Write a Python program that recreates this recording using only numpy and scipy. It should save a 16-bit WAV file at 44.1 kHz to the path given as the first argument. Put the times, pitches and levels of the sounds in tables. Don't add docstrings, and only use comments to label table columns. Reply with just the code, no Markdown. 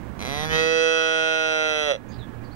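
import sys
import numpy as np
from scipy import signal
from scipy.fft import rfft, irfft
from scipy.io import wavfile
from scipy.ndimage import uniform_filter1d, map_coordinates

SR = 44100
rng = np.random.default_rng(int(sys.argv[2]) if len(sys.argv) > 2 else 0)


def generate_wav(signal):
    frames = np.transpose(np.atleast_2d(signal))
    scaled = np.clip(frames, -1, 1) * 32767
    pcm = np.round(scaled).astype(np.int16)
    wavfile.write(sys.argv[1], SR, pcm)


N = 112454
TIME = np.arange(N) / SR

# frequency in Hz, relative level in dB.
RUMBLE = [(20, -7.5), (35, -17), (70, -1.5), (100, -13.5), (170, -7), (260, -5), (340, -12.5), (600, -19.5),
          (1000, -21), (1700, -26), (3000, -38.5), (5000, -48), (8000, -50.5), (15500, -55)]
# pitch in Hz, waver in Hz, level in dB before the moo, and after it.
HUMS = [(68.2, 6.9, -40, -46), (118.2, 3.53, -41.5, -37), (1690, 14, -61, -53), (2420, 13, -79, -62.5)]

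# time in seconds, pitch in Hz.
PITCH = [(.1935, 82.9), (.215, 100), (.25, 118.9), (.29, 135.9), (.35, 145.5), (.43, 154.5), (.5, 157.7),
         (.546, 158.8), (.65, 161.1), (.738, 161.9), (.914, 162.1), (1.1, 160.9), (1.36, 159.5),
         (1.68, 155.3), (1.818, 151.5), (1.88, 147.6), (1.915, 138.8), (1.96, 101.6)]
# time in seconds, relative level in dB.
EFFORT = [(.19, -36.5), (.25, -29.5), (.33, -26.5), (.435, -24.5), (.48, -29.5), (.53, -19.5), (.586, -16),
          (.7, -12.5), (.87, -4.5), (1.0, -2), (1.3, -4), (1.67, -8.5), (1.864, -14.5), (1.914, -10),
          (1.936, -18.5), (1.954, -22.5), (1.966, -32)]
# time in seconds, boost in dB to air noise and uneven beats.
ROUGHNESS = [(.2, 17), (.45, 6), (.58, 9.5), (.7, -2), (1.1, -2.5), (1.35, 0), (1.6, 2.5), (1.8, 0),
             (1.95, 11)]
# frequency in Hz, relative level in dB.
RASP = [(200, -41.5), (1500, -27.5), (2400, -29), (4000, -23.5), (7000, -16.5), (12000, -25)]
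# frequency in Hz, gain in dB.
CLOSURE_TONE = [(100, 1.5), (4050, -0.5), (4300, -10), (6500, -5), (6950, -16), (12000, -21.5),
                (16000, -24)]
LIPS_TONE = [(160, -7), (320, -0.5), (480, 1), (800, 2), (1000, -3), (2200, 0.5), (3000, -1), (16000, 0)]
# frequency in Hz
# at first and stretched, width in Hz, relative level in dB at first and stretched.
NOSE_RESONANCES = [(150, 140, 140, -29.5, -28), (440, 530, 190, -32.5, -30.5), (700, 740, 123, -31.5, -27),
                   (1070, 1050, 250, -37.5, -36), (1310, 1270, 75, -38.5, -33),
                   (2120, 1910, 120, -32.5, -25), (2430, 2540, 380, -37, -41.5),
                   (3300, 3280, 210, -42, -37), (4060, 3710, 280, -34, -31), (4950, 4520, 350, -46, -42),
                   (5700, 5800, 430, -42, -34), (6140, 5700, 480, -39.5, -48), (7930, 7960, 230, -30, -41),
                   (8850, 8600, 390, -46, -39), (10360, 9750, 330, -39, -32.5),
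                   (11260, 11000, 1400, -39, -39)]
# frequency in Hz, width in Hz, relative level in dB.
PARTED_RESONANCES = [(168, 94, -25), (470, 160, -45), (780, 340, -31), (1220, 520, -38), (1830, 170, -42),
                     (2300, 430, -49), (4100, 170, -35), (4700, 620, -42), (5800, 390, -35),
                     (6200, 280, -45), (9200, 350, -47), (10000, 610, -38), (11300, 1700, -37)]
# time in seconds, blend from 0 (nose) to 1 (mouth).
MOUTH_SHARE = [(.445, 0.19), (.456, 0.36), (.49, 0.63), (.53, 0.68), (.6, 0.91), (.72, 0.99), (.9, 1)]
# time in seconds, opening from 0 (ajar) to 1 (wide).
GAPE = [(.5, 0.054), (.6, 0.045), (.8, 0.32), (1.0, 0.49), (1.25, 0.51), (1.55, 0.58), (1.8, 0.95),
        (1.92, 0.89)]
# time in seconds, frequency in Hz, width in Hz, relative level in dB.
FORMANT_1 = [(.5, 470, 119, -23), (.65, 460, 94, -17), (.82, 476, 82, -17.5), (1.0, 501, 145, -22.5),
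             (1.25, 540, 196, -22.5), (1.6, 550, 189, -21.5), (1.84, 550, 179, -23.5),
             (1.91, 557.5, 85.5, -14), (1.96, 545.3, 85, -12)]
FORMANT_2 = [(.55, 1336, 166, -26), (.8, 1418, 130, -24.5), (1.0, 1405, 98, -17.5), (1.25, 1427, 91, -19.5),
             (1.55, 1430, 86, -18.5), (1.8, 1422, 132, -23.5), (1.92, 1340, 195, -27)]
FORMANT_3 = [(.47, 1700, 300, -22.5), (.52, 1850, 166, -18), (.6, 1910, 114, -21), (.75, 1896, 116, -23.5),
             (1.0, 1925, 128.5, -29), (1.35, 1940, 200, -28), (1.6, 1996, 140, -25), (1.8, 1960, 141, -26),
             (1.95, 1946, 204, -25.5)]
FORMANT_4 = [(0.501, 2420, 255, -31), (.55, 2600, 130, -26), (.62, 2580, 86.6, -23.5),
             (.75, 2607, 81.4, -24), (1.0, 2616, 87, -22), (1.35, 2618, 105, -19.5), (1.6, 2590, 108, -20),
             (1.801, 2620, 152, -25.5), (1.95, 2700, 220, -26.5)]
FORMANT_5 = [(.485, 2870, 130, -44.5), (.505, 3060, 120, -23), (.535, 3100, 118, -25),
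             (.6, 3290, 184, -30.5), (.75, 3275, 138, -28.5), (1.0, 3260, 175, -26), (1.35, 3230, 256, -29),
             (1.599, 3230, 227, -30.5), (1.8, 3270, 240, -27.5), (1.95, 3390, 199, -25)]
FORMANT_6 = [(.44, 3520, 100, -25), (.453, 3470, 100, -21), (.497, 3480, 111, -27), (.522, 3610, 150, -29),
             (.555, 3810, 237, -27), (.7, 3930, 300, -34.5), (1.002, 3940, 260, -35.5),
             (1.35, 3858, 282.9, -30.5), (1.899, 3920, 278, -31.5)]
# frequency in Hz ajar and wide open, width in Hz,
# relative level in dB ajar and wide open.
UPPER_RESONANCES = [(4660, 4790, 135, -31.5, -46.5), (5170, 5230, 290, -45, -42),
                    (5620, 5794, 255, -34, -31.5), (6160, 6080, 170, -30.5, -43),
                    (6800, 6550, 190, -46, -42), (7270, 8230, 210, -42.5, -50.5),
                    (8440, 8750, 205, -31.5, -40.5), (9560, 9070, 600, -52, -36.5),
                    (10900, 11000, 1500, -42.5, -74), (12800, 12500, 2140, -67, -49)]

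# frequency in Hz, gain in dB.
LEFT_TONE = [(60, -22), (150, -9), (350, -13.5), (650, -7.5), (1030, -7), (1250, -7.5), (1600, -1.5),
             (1850, -7.5), (2200, 1), (2600, -7.5), (3300, -7), (4000, -10.5), (4350, 3), (4750, 5),
             (5400, -3.5), (6500, -4), (9000, -4), (12000, 1)]
# frequency in Hz, phase in radians.
LEFT_PHASE = [(0, -2.5), (300, -2.5), (450, -1.16), (700, -1.4), (1000, -0.5), (1250, 1.51), (1650, 1.98),
              (2000, 3.5), (2400, 4), (2900, 4.5), (3400, 7), (3950, 10), (4300, 10.5), (4800, 10.5),
              (5600, 13), (6500, 15), (7400, 19.5), (8400, 21), (9200, 17), (10000, 33), (15800, 40.5)]
# time in seconds, delay in seconds.
LEFT_LAG = [(.3, -.00003), (.75, -.000003), (1.2, .000006), (1.7, .000026)]

# start and length in seconds, first, middle and last pitch in Hz,
# level in dB, size of the warble in Hz.
CHIRPS = [(2.082, .03, 6060, 6260, 6960, -50, 454), (2.095, 0.062, 4400, 4850, 4620, -51, 110),
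          (2.104, 0.055, 3860, 3600, 4200, -50.5, 496), (2.179, .066, 4320, 3650, 3320, -47, 89.5),
          (2.43, 0.049, 4770, 4440, 4200, -56.5, 210), (2.506, 0.044, 3870, 4570, 4400, -54, 117)]

MOO_START_S, LIPS_PART_S, MOO_END_S = PITCH[0][0], .449, 1.968
PULSE_SIZE, MAX_BEATS = 2048, 400


def from_db(db):
    return 10 ** (np.asarray(db) / 20)


def at(rows, where):
    first, *columns = np.transpose(rows)
    return [np.interp(where, first, column) for column in columns]


def gain_at(points, hz):
    f, db = np.transpose(points)
    return from_db(np.interp(np.log(hz + 1), np.log(f), db))


def shaped_noise(gain):
    x = irfft(rfft(rng.standard_normal(N)) * gain, N)
    return x / np.sqrt(np.mean(x ** 2) + 1e-20)


def noise(tone):
    return shaped_noise(gain_at(tone, np.fft.rfftfreq(N, 1 / SR)))


def drift(rate_hz):
    return shaped_noise(1 / (1 + (np.fft.rfftfreq(N, 1 / SR) / rate_hz) ** 2) ** 2)


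def background(rumble_db=-33, rumble_after_db=-35, whine_hz=15623):
    fade_s = [.5, 2]
    flutter_db = 0.76 * drift(33)
    right = from_db(np.interp(TIME, fade_s, [rumble_db, rumble_after_db]) + flutter_db) * noise(RUMBLE)
    for hz, waver_hz, db_before, db_after in HUMS:
        level = from_db(np.interp(TIME, fade_s, [db_before, db_after]) + 3.4 * drift(12))
        right += level * np.sin(2 * np.pi * np.cumsum(hz + waver_hz * drift(15.7)) / SR)
    left = from_db(-30) * (0.42 * right + 0.82 * from_db(rumble_db) * noise(RUMBLE))
    hiss_tone = [(100, 23), (2000, 2), (6000, -13), (16000, -19)]
    hiss = from_db(-52.5) * np.array([noise(hiss_tone), noise(hiss_tone)])
    whine = from_db(-73) * np.sin(2 * np.pi * whine_hz * TIME)
    return np.array([left, right]) + hiss + whine


def resonance(f, hz, width, db, steepness=1.366):
    return from_db(db) ** 2 / (1 + (2 * (f - hz) / width) ** 2) ** steepness


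def gliding(f, rows, blend):
    return sum(resonance(f, hz0 + blend * (hz1 - hz0), width, db0 + blend * (db1 - db0))
               for hz0, hz1, width, db0, db1 in rows)


def throat(times, f):
    stretch = np.clip((times - MOO_START_S) / (LIPS_PART_S - MOO_START_S), 0, 1)
    parted = sum(resonance(f, *row) for row in PARTED_RESONANCES)
    nose = np.where(times > LIPS_PART_S, parted, gliding(f, NOSE_RESONANCES, stretch))
    formants = FORMANT_1, FORMANT_2, FORMANT_3, FORMANT_4, FORMANT_5, FORMANT_6
    mouth = sum(resonance(f, *at(track, times)) for track in formants)
    tongue_wobble = 1 + 0.0037 * np.interp(times, TIME, drift(14))
    mouth += gliding(f * tongue_wobble, UPPER_RESONANCES, at(GAPE, times)[0])
    share = at(MOUTH_SHARE, times)[0]
    power = share ** 2 * mouth * gain_at(LIPS_TONE, f) ** 2 + (1 - share) * nose
    gain = np.sqrt(power) * gain_at(CLOSURE_TONE, f)
    return gain / np.sqrt(np.mean(gain ** 2, axis=1, keepdims=True))


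def ring_after(gain):
    cepstrum = irfft(np.log(gain + 1e-9))
    cepstrum[:, 1:PULSE_SIZE // 2] *= 2
    cepstrum[:, PULSE_SIZE // 2 + 1:] = 0
    return np.exp(rfft(cepstrum))


def calf(waver_hz=.15, closing_s=0.00053):
    clock = MOO_START_S + TIME
    cycles = np.cumsum(at(PITCH, clock)[0] + waver_hz * drift(29)) / SR
    beats = np.arange(np.interp(MOO_END_S, clock, cycles))
    times = np.interp(beats, cycles, clock)[:, None]
    pitch, rough = at(PITCH, times)[0], from_db(at(ROUGHNESS, times)[0])
    chance = rng.standard_normal((MAX_BEATS, PULSE_SIZE))[:len(beats)]
    onset = (times + 2e-6 * rough * chance[:, -1:]) * SR
    strength = from_db(at(EFFORT, times)[0] + 0.2178 * rough * chance[:, -2:-1]) * np.sqrt(SR / pitch)
    f = np.fft.rfftfreq(PULSE_SIZE, 1 / SR)
    click = -np.exp(-2j * np.pi * f * (onset % 1) / SR)
    puff = chance * np.exp(-2 * pitch * np.arange(PULSE_SIZE) / SR) * 2 * np.sqrt(pitch / SR)
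    source = click + rfft(puff) * rough * gain_at(RASP, f)
    pulses = irfft(strength * source * ring_after(throat(times, f)))
    moo = np.zeros(N + PULSE_SIZE)
    for start, pulse in zip(onset[:, 0].astype(int), pulses):
        moo[start:start + PULSE_SIZE] += pulse
    decay = np.exp(-1 / (closing_s * SR))
    return signal.lfilter([-decay, 1], [1, -decay], moo[::-1])[::-1][:N]


def microphones(moo):
    f = np.fft.rfftfreq(N, 1 / SR)
    left = irfft(rfft(moo) * gain_at(LEFT_TONE, f) * np.exp(1j * at(LEFT_PHASE, f)[0]), N)
    delayed_samples = (TIME - at(LEFT_LAG, TIME)[0]) * SR
    return np.array([map_coordinates(left, [delayed_samples], order=3), moo])


def scatter(x, samples, fade_s, delay_s, keep, cut_hz):
    t = TIME[:samples]
    echoes = rng.standard_normal((2, len(t))) * from_db(-60 * t / fade_s) * (t >= delay_s)
    echoes /= np.sqrt(np.sum(echoes ** 2, axis=1, keepdims=True))
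    echoes = signal.sosfilt(signal.butter(2, cut_hz, keep, fs=SR, output="sos"), echoes)
    return signal.fftconvolve(x, echoes, axes=1)[:, :N]


def treble_smear(x):
    return from_db(-1) * scatter(x, SR // 25, fade_s=0.032, delay_s=0, keep="high", cut_hz=7700)


def faint_ring(x, hz=1696, fade_s=0.31):
    decay = from_db(-60 / (fade_s * SR))
    feed = (1 - decay ** 2) / 2
    feedback = [1, -2 * decay * np.cos(2 * np.pi * hz / SR), decay ** 2]
    return from_db(-10) * signal.lfilter([feed, 0, -feed], feedback, x)


def yard(x, gain_db, cut_hz):
    return from_db(gain_db) * scatter(x, SR // 2, fade_s=0.09, delay_s=0.014, keep="low", cut_hz=cut_hz)


def bird(left_db=-12.5):
    song = np.zeros(N)
    for start, length, first_hz, middle_hz, last_hz, db, warble_hz in CHIRPS:
        progress = np.clip((TIME - start) / length, 0, 1)
        curve = np.polyfit([0, .5, 1], [first_hz, middle_hz, last_hz], 2)
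        hz = np.polyval(curve, progress) + warble_hz * drift(570)
        level = from_db(db + 4.0 * drift(120)) * np.sin(np.pi * progress)
        song += level * np.sin(2 * np.pi * np.cumsum(hz) / SR)
    return song * from_db([[left_db], [0]])


def scene():
    moo, chirps = microphones(calf()), bird()
    moo = moo + treble_smear(moo) + faint_ring(moo) + yard(moo, gain_db=-19.5, cut_hz=11000)
    chirps = chirps + yard(chirps, gain_db=-3, cut_hz=12000)
    return background() + moo + chirps


def volume_control(x, threshold_db=-20.5, slope=0.91, attack_s=0.069, release_s=0.057, step=64):
    level_db = 10 * np.log10(uniform_filter1d(x[1] ** 2, size=512) + 1e-12)[::step]
    cut_db, cuts = 0, []
    for wanted_db in slope * np.maximum(level_db - threshold_db, 0):
        response_s = attack_s if wanted_db > cut_db else release_s
        cut_db += (wanted_db - cut_db) * step / SR / response_s
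        cuts.append(cut_db)
    return x * from_db(-np.interp(TIME, TIME[::step], cuts))


def record(dry):
    return signal.sosfilt(signal.ellip(12, .1, 80, 15900, fs=SR, output="sos"), volume_control(dry))


dry = scene()
out = record(dry)
generate_wav(out)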